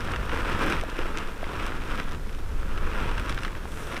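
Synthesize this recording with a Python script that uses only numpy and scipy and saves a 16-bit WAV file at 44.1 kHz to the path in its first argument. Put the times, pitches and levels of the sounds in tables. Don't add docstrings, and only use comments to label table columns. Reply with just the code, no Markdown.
import sys
import numpy as np
from scipy import signal
from scipy.fft import rfft, irfft, next_fast_len
from scipy.io import wavfile
from scipy.ndimage import uniform_filter1d, map_coordinates

SR = 44100
rng = np.random.default_rng(int(sys.argv[2]) if len(sys.argv) > 2 else 0)


def transcribe(signal):
    frames = np.atleast_2d(signal).T
    limited = np.clip(frames, -1, 1)
    pcm = np.round(limited * 32767).astype(np.int16)
    wavfile.write(sys.argv[1], SR, pcm)


N = 176400

# f/Hz, relative level/dB
BELLY_SPECTRUM = [(40, -16), (130, -1), (230, 1.4), (330, 2.6), (430, -1), (560, -4), (750, -14.5),
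                  (1300, -27.5), (4000, -44.5)]


def amp(db):
    return 10 ** (np.asarray(db) / 20)


def unit(x):
    return x / np.sqrt(np.mean(x ** 2) + 1e-20)


def curve(rows):
    return np.interp(np.arange(N) / SR, *np.transpose(rows))


def wobble(rate_hz):
    knots = rng.standard_normal(int(N * rate_hz / SR) + 4)
    return map_coordinates(knots, [np.arange(N) * rate_hz / SR])


def coloured(x, spectrum, tilt=0):
    m = 2 * next_fast_len(len(x) // 2 + 2048)
    f, db = np.transpose(spectrum)
    log_f = np.log(np.fft.rfftfreq(m, 1 / SR) + 1)
    gain_db = np.interp(log_f, np.log(f), db + tilt * np.log2(f / f.mean()))
    cepstrum = irfft(np.log(amp(gain_db)), m)
    cepstrum[1:m // 2] *= 2
    cepstrum[m // 2 + 1:] = 0
    return irfft(rfft(x, m) * np.exp(rfft(cepstrum)), m)[:len(x)]


def noise(spectrum):
    return unit(coloured(rng.standard_normal(N), spectrum))


def steady(x, size):
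    power = uniform_filter1d(uniform_filter1d(x ** 2, size), size)
    return x / np.sqrt(np.abs(power) + 1e-12)


def add(out, start_s, sound):
    part = out[round(start_s * SR):][:len(sound)]
    part += sound[:len(part)]


def wind():
    # t/s, relative level/dB
    gusts = [(0.0, -32), (0.1, -37), (0.36, -32.5), (0.44, -30), (0.96, -33.5), (1.02, -27), (1.12, -32.5),
             (1.5, -34.5), (2.06, -30.5), (2.12, -32.5), (2.42, -32), (2.62, -27.5), (2.86, -27),
             (2.98, -28.5), (3.48, -32.5), (3.54, -36.5), (3.74, -37), (4.0, -39.5)]
    eddies = [(0.0, -38), (0.24, -33.5), (0.3, -35.5), (0.46, -40), (0.53, -28), (0.64, -49), (0.79, -33.5),
              (0.9, -47.5), (1.0, -44), (1.3, -47.5), (1.76, -39.5), (2.05, -46.5), (2.14, -39),
              (2.25, -44), (2.45, -39.5), (2.54, -33.5), (2.72, -38.5), (2.79, -35.5), (2.9, -32.5),
              (2.97, -52), (3.04, -32), (3.12, -39.5), (3.21, -35.5), (3.27, -48), (3.35, -36), (3.48, -47),
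              (3.64, -41), (4.0, -43.5)]
    # f/Hz, relative level/dB
    rumble_spectrum = [(5, -20), (14, 2.5), (22, 3.5), (33, -5.5), (50, -12.5), (80, -20.5), (200, -43),
                       (800, -75)]
    flutter_spectrum = [(20, -36), (45, -0.5), (68, -0.5), (100, -6.5), (150, -12.5), (250, -27),
                        (600, -55.5), (3000, -77)]
    needle_spectrum = [(60, -4), (250, -2), (500, -8.5), (800, -11.5), (1300, -15), (2000, -16),
                       (3000, -21), (4400, -23.5), (5600, -25.5), (7000, -27), (9000, -28.5), (12000, -31),
                       (15500, -35)]
    rumble = amp(curve(gusts) + 3) * steady(noise(rumble_spectrum), size=6000)
    flutter = amp(curve(eddies) + 1.5) * steady(noise(flutter_spectrum), size=4000)
    hiss = amp(-45.5 + 0.15 * wobble(2.6)) * noise(needle_spectrum)
    return rumble + flutter + hiss


def forest_echo(x, t60_s=0.062, rise_s=0.0032):
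    t = np.arange(SR // 2) / SR
    tail = rng.standard_normal(len(t)) * amp(-60 * t / t60_s) * (1 - np.exp(-t / rise_s))
    return signal.fftconvolve(x, tail / np.linalg.norm(tail))[:N]


def slide(peak_s=3.827, rise_s=0.15, fall_s=0.14):
    # f/Hz, relative level/dB
    friction_spectrum = [(1500, -9), (4200, -12), (5700, 6), (6800, 2), (8500, 6), (11000, 0), (15500, -8)]
    t = np.arange(N) / SR - peak_s
    swell = np.exp(-(t / np.where(t < 0, rise_s, fall_s)) ** 2)
    return amp(-52.5) * swell * noise(friction_spectrum)


def billow(peak_s=0.672, width_s=0.075):
    t = np.arange(N) / SR - peak_s
    return amp(-31.5) * np.exp(-(t / width_s) ** 2) * steady(noise(BELLY_SPECTRUM), size=1000)


def flaps(decay_cycles=0.95):
    # t/s, relative level/dB, f/Hz
    corners = [(.661, -22.5, 330), (0.67, -22.5, 267), (.836, -24, 647), (0.989, -23.5, 370),
               (1.430, -24.5, 640)]
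    out, t = np.zeros(N), np.arange(SR // 10) / SR
    for start_s, db, hz in corners:
        age = hz * t / decay_cycles
        envelope = np.sqrt(2 * age) * np.exp(0.5 - age)
        band = signal.butter(1, [hz / 2, hz * 2], "band", fs=SR, output="sos")
        puff = amp(-15) * unit(signal.sosfilt(band, rng.standard_normal(len(t))))
        add(out, start_s, amp(db + 2) * envelope * (np.sin(2 * np.pi * hz * t) + puff))
    return out


def snaps(crumple_stretch=2.1):
    # t/s, relative level/dB, tilt/(dB per octave), decay time/s
    folds = [(0.085, -20, -11, 0.0014), (0.115, -25, -4, 0.0018), (.119, -32, 6, 0.0023),
             (0.137, -19, -9.5, 0.0026), (.161, -19.5, -1, 0.0012), (.294, -20.5, -5, 0.0028),
             (0.528, -27, 2, .002), (.629, -18, -11, 0.0024), (0.6635, -36, 29, 0.0017),
             (.700, -27, 9, 0.00083), (.724, -19.5, 1, 0.0025), (.797, -24, 1.5, 0.0009),
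             (0.812, -24, 5, .001), (.899, -32.5, 4.5, 0.003), (.967, -31.5, 4, .002),
             (.985, -28, -4, 0.0025), (.990, -20, -4.5, 0.0018), (.999, -33, -1, .002),
             (1.148, -25, -11, 0.00072), (1.1736, -15, 2.5, 0.0006), (1.1855, -23, 1, .001),
             (1.275, -35, 8, 0.0011), (1.442, -22.5, -3, 0.0015), (1.677, -29, 0, .0015),
             (1.72, -25, -5.5, 0.0026), (1.911, -27, -4, 0.0045), (2.092, -30, 3.5, 0.0011),
             (2.294, -36, 1, 0.0032), (2.348, -36, -3, 0.0017), (2.63, -29, -8, 0.0033),
             (2.776, -27, -3, .003), (3.003, -32, 6, .001), (3.179, -22, -1.5, 0.0048),
             (3.197, -26, 2, .003), (3.294, -24, 2.5, 0.0047), (3.325, -23, -2, .002),
             (3.377, -18, -5.5, 0.0015), (3.387, -26, -2.5, 0.0036), (3.434, -22.5, 1.5, 0.0014),
             (3.449, -21, -1, 0.0037), (3.480, -23, -1, 0.0014), (3.552, -29, -5, 0.0014),
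             (3.654, -23.5, -15, 0.0021), (3.924, -25.5, -4, 0.0033), (3.966, -25, -1, 0.0067)]
    # f/Hz, relative level/dB
    crack_spectrum = [(150, -45), (700, -8.5), (1400, 4.5), (2400, 1), (3400, -2), (4400, -11),
                      (5600, -11.5), (7000, -21.5), (8800, -18), (11500, -32), (15500, -44)]
    out, lead = np.zeros(N), SR // 50
    t = np.arange(-lead, SR // 10) / SR
    for crack_s, db, tilt, decay_s in folds:
        crack, crumple = rng.standard_normal((2, len(t)))
        crack *= (t >= 0) * np.exp(-np.abs(t) / decay_s)
        crumple *= np.exp(-np.abs(t) / (decay_s * np.where(t < 0, 1, crumple_stretch)))
        pop = coloured(crack + amp(-15) * crumple, crack_spectrum, tilt)
        pop *= np.sqrt(decay_s * SR) / np.linalg.norm(pop)
        add(out, crack_s - lead / SR, amp(db - 6) * pop)
    return out


def creases(spectrum, per_s, spread_db, patches=16):
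    out = np.zeros(N)
    for _ in range(patches):
        clicks = (rng.random(N) < per_s / patches / SR) * rng.choice([-1, 1], N)
        sizes = amp(spread_db * np.minimum(rng.standard_normal(N), 2))
        colour = [(hz, db + 3.5 * rng.standard_normal()) for hz, db in spectrum]
        out += unit(coloured(clicks * sizes, colour)) * amp(5 * wobble(rate_hz=11))
    return steady(out, size=1800)


def rustle(brightening=0.2, belly_coupling=0.78):
    # t/s, relative level/dB
    motion = [(0.0, -38), (0.13, -36), (0.18, -38), (0.26, -39.5), (0.39, -31.5), (0.44, -34), (0.5, -32),
              (0.56, -33.3), (0.63, -30.3), (0.71, -29.5), (0.76, -32.5), (0.84, -41), (0.95, -40),
              (0.99, -36.5), (1.04, -37.5), (1.13, -37.5), (1.2, -36), (1.35, -44.5), (1.64, -35),
              (1.8, -41.5), (1.93, -36), (1.96, -38), (2.0, -34), (2.04, -43), (2.15, -40), (2.18, -50),
              (2.42, -49.5), (2.68, -43.5), (2.89, -37.5), (3.05, -35), (3.16, -38.5), (3.18, -37.5),
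              (3.22, -39.5), (3.31, -35), (3.36, -43.5), (3.45, -39.5), (3.5, -44.5), (3.72, -47),
              (3.8, -41), (3.86, -42), (3.96, -37), (4.0, -42.5)]
    crackle = [(0.0, -46), (0.14, -63), (0.24, -54), (0.37, -53), (0.46, -59), (0.62, -47), (0.73, -54),
               (0.83, -71), (1.0, -63), (1.33, -58.5), (1.55, -54), (1.68, -46.5), (1.7, -63), (1.79, -57),
               (2.0, -49.5), (2.06, -54.5), (2.14, -50.5), (2.18, -64), (2.34, -55.5), (2.42, -61),
               (2.8, -59), (3.04, -66), (3.33, -50), (3.58, -57.5), (3.96, -50)]
    # f/Hz, relative level/dB
    cloth_spectrum = [(100, -28.5), (450, -6.5), (740, -7.5), (960, -0.54), (1330, 1.6), (1700, -2.5),
                      (2050, -8.5), (2600, -7), (3500, -14.5), (4400, -24), (5500, -22.5), (6800, -32.5),
                      (8200, -29), (11000, -38), (15500, -42)]
    tick_spectrum = [(400, -46), (1500, 6), (2600, 1.5), (3600, 8), (4400, -4.5), (5600, 2.5), (6900, -7.5),
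                     (8600, -8), (11500, -11.5), (15500, -15)]
    motion_db = curve(motion)
    effort_db = motion_db - motion_db.mean()
    buckling = amp(-2) * creases(cloth_spectrum, per_s=2200, spread_db=5)
    rubbing = amp(-3.5) * noise(cloth_spectrum)
    crinkle = buckling + rubbing
    treble = signal.sosfiltfilt(signal.butter(2, 2000, "high", fs=SR, output="sos"), crinkle)
    crinkle += (amp(brightening * effort_db) - 1) * treble
    belly = amp(-41.5 + belly_coupling * effort_db) * creases(BELLY_SPECTRUM, per_s=1200, spread_db=4)
    ticks = amp(curve(crackle) - 0.5) * creases(tick_spectrum, per_s=300, spread_db=6)
    flicker = amp(1.27 * wobble(rate_hz=85))
    return flicker * (amp(motion_db) * crinkle + ticks + belly)


def scene():
    tarp = rustle() + billow() + snaps() + flaps() + slide()
    return (tarp + amp(-19.5) * forest_echo(tarp) + wind())[None]


def record(dry, cutoff_hz=15600):
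    m = next_fast_len(N + SR // 2)
    passband = np.fft.rfftfreq(m, 1 / SR) < cutoff_hz
    return irfft(rfft(dry, m) * passband, m)[..., :N]


dry = scene()
out = record(dry)
transcribe(out)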